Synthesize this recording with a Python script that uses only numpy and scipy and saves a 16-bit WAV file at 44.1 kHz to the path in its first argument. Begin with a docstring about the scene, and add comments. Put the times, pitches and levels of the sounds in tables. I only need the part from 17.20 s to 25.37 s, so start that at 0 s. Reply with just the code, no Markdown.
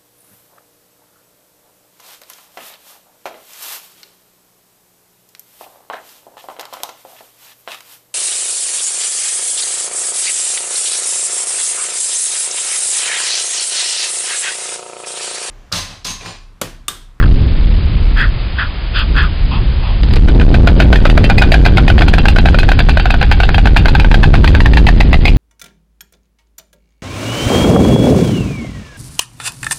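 """Storks clattering on a night nest.

One bird flaps off the other's back, air whistling through its feathers, and twigs crack underfoot.
Then both clatter their bills: ringing mandibles over a hollow throat pouch, at two drifting tempos.
Gusts rumble on the microphone and overload its input, so the clacks come through crushed."""
import sys
import numpy as np
from scipy import signal
from scipy.fft import rfft, irfft
from scipy.io import wavfile

SR = 44100
rng = np.random.default_rng(int(sys.argv[2]) if len(sys.argv) > 2 else 0)


def wrap_up_sound(samples):
    """Save the sound to the file named by the first command line argument, as 16-bit audio."""
    columns = np.atleast_2d(samples).T
    # keep every value between -1 and 1, then stretch to whole-number steps
    tamed = np.clip(columns, -1, 1)
    steps = np.round(tamed * 32767).astype(np.int16)
    wavfile.write(sys.argv[1], SR, steps)


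N = 360297


def undb(db):
    """Decibels to gain."""
    return 10 ** (np.asarray(db) / 20)


def add(track, start_s, sound):
    """Mix a sound into a track from a given time on."""
    i = int(start_s * SR)
    part = sound[:max(len(track) - i, 0)]
    track[i:i + len(part)] += part


def curve(time_s, points):
    """Read an automation curve of (time, value) points."""
    return np.interp(time_s, *np.transpose(points))


def noise(points, size=N):
    """Noise of rms 1, coloured by (frequency [Hz], level [dB]) points."""
    hz, db = np.transpose(points)
    bins = np.maximum(np.fft.rfftfreq(size, 1 / SR), 1)
    colour = undb(np.interp(np.log(bins), np.log(hz), db))
    x = irfft(rfft(rng.standard_normal(size)) * colour, size)
    return x / x.std()


def fade(t, t60):
    """Exponential decay, 60 dB down after t60 seconds."""
    return np.exp(-np.log(1000) * t / t60)


def saturate(x, rail, knee):
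    """Overload: clean for small swings, flat beyond the rail."""
    return x / (1 + np.abs(x / rail) ** knee) ** (1 / knee)


# colour of the hiss: (frequency [Hz], relative level [dB])
HISS_COLOUR = [(100, 1.5), (600, 4.5), (1500, 1), (3000, 2), (5000, -4)]
def hiss(db):
    """A steady hiss: in the wind bed it is air rushing through the nest sticks; after the input, the
    microphone's own noise floor."""
    return undb(db) * noise(HISS_COLOUR)


# swell of the gusts: (time [s], level [dB])
GUST_LEVELS = [(0, 1), (.4, -6.5), (.95, -8), (1.15, -12), (1.68, -18), (1.971, -5.5), (2.15, -13),
               (2.4, -6.5), (2.67, -12.5), (3.15, 6), (3.6, 7), (3.9, 4), (4.8, 3), (5.4, 1.6), (5.9, -5),
               (7.1, 3.5), (7.6, 2.5), (7.9, 0.5)]
# colours of the deep buffeting and the finer eddies: (frequency [Hz], relative level [dB])
BUFFET_COLOUR = [(10, -28), (20, -4.5), (34, -2.5), (55, -5.5), (90, -13), (150, -23), (280, -43),
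                 (900, -70.5)]
EDDY_COLOUR = [(40, -21), (100, -7.5), (200, -9.5), (400, -20), (1500, -55)]
def wind(eddy_db=-15, eddy_growth=1.2):
    """Gusts buffet the microphone; small eddies swell faster than the low rumble."""
    gust_db = curve(np.arange(N) / SR, GUST_LEVELS)
    rumble = undb(gust_db) * noise(BUFFET_COLOUR)
    eddies = undb(eddy_db + eddy_growth * gust_db) * noise(EDDY_COLOUR)
    return rumble + eddies


# colour of the echoes around the nest: (frequency [Hz], relative level [dB])
ECHO_COLOUR = [(400, -16), (780, 12.5), (1150, 5), (1550, 10), (2100, 8.5), (2650, 7), (3300, 16),
               (4800, 11.5)]
def reflections(x, db, t60, build_s):
    """A dense patter of echoes that builds up and dies away."""
    t = np.arange(min(len(x), int(SR / 2))) / SR
    echoes = noise(ECHO_COLOUR, size=len(t)) * fade(t, t60) * (1 - fade(t, build_s))
    return undb(db) * signal.fftconvolve(x, echoes / np.linalg.norm(echoes))[:len(x)]


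def flutter(width_hz, size):
    """A random complex amplitude that smears a pure tone into a breathy band."""
    z = signal.sosfilt(signal.butter(2, width_hz / 2, fs=SR, output="sos"), rng.standard_normal((2, size)))
    return (z[0] + 1j * z[1]) / z.std()


# wing strokes: (time of top speed [s], half length [s], relative level [dB], top pitch [Hz], rasp [dB])
WING_STROKES = [(.01, 0.03, -14.5, 1507, -10), (1.007, 0.039, -14, 1734, -6.5),
                (1.41, 0.034, -17, 1574, -5), (1.783, 0.036, -20, 1530, 6.5),
                (1.997, 0.041, -14.5, 1570, -3), (2.343, 0.036, -26.5, 1032, 2.5),
                (2.671, 0.047, -30.5, 900, 1.5)]
# rasp of the feather vanes: (frequency [Hz], relative level [dB])
RASP_COLOUR = [(2100, -21), (2600, 3.5), (2900, -5), (3300, 2.5), (3800, -11), (4600, -9.5)]
def wings(bend=0.14, width_hz=460, release_stretch=1.3):
    """Air sings through the flight feathers: a whistle and a rasp that follow the stroke's speed."""
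    out = np.zeros(N)
    for peak_s, half_s, db, hz, rasp_db in WING_STROKES:
        start_s = max(peak_s - 2 * half_s, 0)
        stroke = (start_s + np.arange(int(SR / 3)) / SR - peak_s) / half_s
        # steep attack, gentler release
        speed = np.exp(-np.where(stroke < 0, stroke ** 2, stroke / release_stretch) ** 2)
        phase = 2 * np.pi * np.cumsum(hz * (1 - bend * (1 - speed))) / SR
        whistle = (flutter(width_hz, len(stroke)) * np.exp(1j * phase)).real
        rasp = undb(rasp_db) * noise(RASP_COLOUR, size=len(stroke))
        add(out, start_s, undb(db) * speed * (whistle + rasp))
    return out


# twig cracks: (time [s], level [dB])
TWIG_CRACKS = [(2.832, -9), (2.886, -19), (2.910, -15), (2.923, -19), (2.937, -9.5), (2.958, 1.5),
               (2.964, -12), (4.791, -8), (4.806, -1)]
def twigs():
    """Dry sticks break underfoot in short, broadband cracks."""
    out, t = np.zeros(N), np.arange(int(SR / 10)) / SR
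    for start_s, db in TWIG_CRACKS:
        crack = noise([(200, 20.0), (900, 3.5), (3000, 2), (5000, 1.5), (9000, -28)], size=len(t))
        add(out, start_s, undb(db) * fade(t, t60=0.048) * crack)
    return out


def mode(t, hz, t60, db):
    """One struck resonance."""
    return undb(db) * fade(t, t60) * np.sin(2 * np.pi * hz * t)


# the bill's upper ring: (frequency before tuning [Hz], t60 [s], relative level [dB])
UPPER_MODES = [(2457, 0.0095, -9.5), (2620, 0.02, -9), (3056, 0.0069, -14), (3558, 0.024, -20),
               (3970, 0.051, -24.5), (4575, 0.079, -29.5)]
def clack(pouch_hz, mandible_hz, hard_db, pitch_ratio):
    """The mandibles strike and ring over the hollow pouch; harder hits wake the upper modes."""
    t = np.arange(int(SR / 10)) / SR
    scatter = rng.standard_normal((len(UPPER_MODES), 4))
    body = mode(t, pouch_hz, t60=0.021, db=-6.0) - mode(t, mandible_hz, t60=0.015, db=-2.0)
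    body += mode(t, mandible_hz * 1.4, t60=0.0028, db=-9)  # the other mandible's short, higher knock
    upper = 0
    for k, (hz, t60, db) in enumerate(UPPER_MODES):
        detune, accent, tail_accent, tail_detune = scatter[k]
        struck_hz = pitch_ratio * hz * (1 + 0.0193 * detune)
        upper += (-1) ** k * mode(t, struck_hz, t60, db + 3 * accent)
        # as the bill springs open, a faint tail rings on at a shifted pitch
        tail_hz = struck_hz * (1 + 0.0416 * tail_detune)
        upper += mode(t, tail_hz, t60=0.092, db=db - 15.5 + 5.3 * tail_accent)
    burst = noise([(300, 0.5), (700, 17.0), (3000, -36), (5500, 2)], size=len(t))
    crack = undb(-13.5) * fade(t, t60=0.033) * burst
    direct = body + undb(hard_db) * upper + crack
    # fresh near reflections on every hit, as the head swings
    return direct + reflections(direct, db=-9, t60=0.059, build_s=0.28)


def snap(pouch_hz, mandible_hz, hard_db, pitch_ratio, touch_s=0.0045, rebound_s=0.0024):
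    """The long mandibles touch, shut fully and bounce once: (delay [s], sound) for each contact."""
    early, late = .5 + rng.random(2)
    contacts = [(-touch_s * early, -21), (0, 0), (rebound_s * late, -5.5)]
    return [(delay_s, undb(db) * clack(pouch_hz, mandible_hz, hard_db, pitch_ratio))
            for delay_s, db in contacts]


# the throat pouch tightens as the head is thrown back: (time [s], resonance before tuning [Hz])
POUCH_PITCH = [(3.0, 648), (4.5, 701), (5.5, 737), (6.4, 794), (7.57, 912), (7.67, 758)]
def clatter(tempo, note, level_db, hard_db, haste_db, warm_up_s, pitch_ratio,
            start_db=-13, fade_db_per_s=-1.0, easy_clacks_per_s=7.46):
    """One bird's roll of snaps: it starts softly, warms up to full force, then slowly grows quieter."""
    out = np.zeros(N)
    now_s = first_s = tempo[0][0]
    while now_s < N / SR:
        rate, elapsed_s = curve(now_s, tempo), now_s - first_s
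        force, hardness, detune, pouch_detune = rng.standard_normal(4)
        envelope_db = start_db * max(1 - (elapsed_s / warm_up_s) ** 2, 0) + fade_db_per_s * elapsed_s
        # a faster bill opens less and strikes more lightly: haste_db per extra clack a second
        db = level_db + envelope_db + haste_db * (rate - easy_clacks_per_s) + 1.93 * force
        mandible_hz = curve(now_s, note) * (1 + 0.03 * detune)
        pouch_hz = pitch_ratio * curve(now_s, POUCH_PITCH) * (1 + 0.069 * pouch_detune)
        for delay_s, sound in snap(pouch_hz, mandible_hz, hard_db + 2.0 * hardness, pitch_ratio):
            add(out, now_s + delay_s, undb(db) * sound)
        now_s += 1 / rate
    return out


# pace of the bird mid-nest and its mate at the rim, from the first clack: (time [s], tempo [clacks/s])
CENTRE_TEMPO = [(3.084, 7.75), (3.34, 7.67), (3.93, 8.17), (4.97, 8.52), (5.26, 11.45), (5.74, 11.92),
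                (6.3, 11.11), (6.94, 10.24), (7.51, 8.74), (7.81, 8.1)]
RIM_TEMPO = [(3.198, 6.58), (3.4, 7.57), (3.83, 6.99), (4.29, 7.33), (4.68, 9.91), (5.53, 9.85),
             (5.91, 9.19), (6.84, 8.61), (7.32, 7.77), (7.77, 7.23)]
# each bill's note glides as the head swings back and forward: (time [s], mandible pitch [Hz])
CENTRE_NOTE = [(3.6, 1465), (5.2, 1538), (7.2, 1554), (8.05, 2050)]
RIM_NOTE = [(3.6, 1760), (4.1, 1910), (4.6, 2090), (4.85, 1550), (6.7, 1547), (8.0, 2080)]
def bill_duet():
    """A loud, round clatter and a lighter, sharper one drift in and out of step."""
    centre = clatter(CENTRE_TEMPO, CENTRE_NOTE, level_db=13, hard_db=-4.5, haste_db=-1.72,
                     warm_up_s=0.52, pitch_ratio=0.96)
    rim = clatter(RIM_TEMPO, RIM_NOTE, level_db=6.0, hard_db=2, haste_db=-1.0,
                  warm_up_s=0.79, pitch_ratio=1.02)
    return centre + rim


def scene():
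    """Birds and wind in mono; roofs and trees around the nest return a faint wash of the clatter."""
    bills = bill_duet()
    wash = reflections(bills, db=-19.5, t60=1.0, build_s=0.92)
    bed = wind() + undb(0.5) * wings() + hiss(db=-28.5)
    # a gust that pins the microphone at its limit chokes the soft sounds; bills and twigs break through
    choked_bed = saturate(bed, rail=0.7197, knee=43)
    return (choked_bed + bills + wash + twigs())[None]


def record(dry, band_hz=5030, top_hz=15900, ceiling=np.sqrt(.5)):
    """The input overloads and hisses, a steep low-pass dulls it, and the output clips the overshoot."""
    crushed = saturate(dry, rail=0.74, knee=35) + hiss(db=-35)
    narrow = signal.sosfiltfilt(signal.ellip(10, .05, 50, band_hz, fs=SR, output="sos"), crushed)
    clipped = np.clip(narrow, -ceiling, ceiling)
    return signal.sosfiltfilt(signal.ellip(10, .05, 50, top_hz, fs=SR, output="sos"), clipped)


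dry = scene()
out = record(dry)
wrap_up_sound(out)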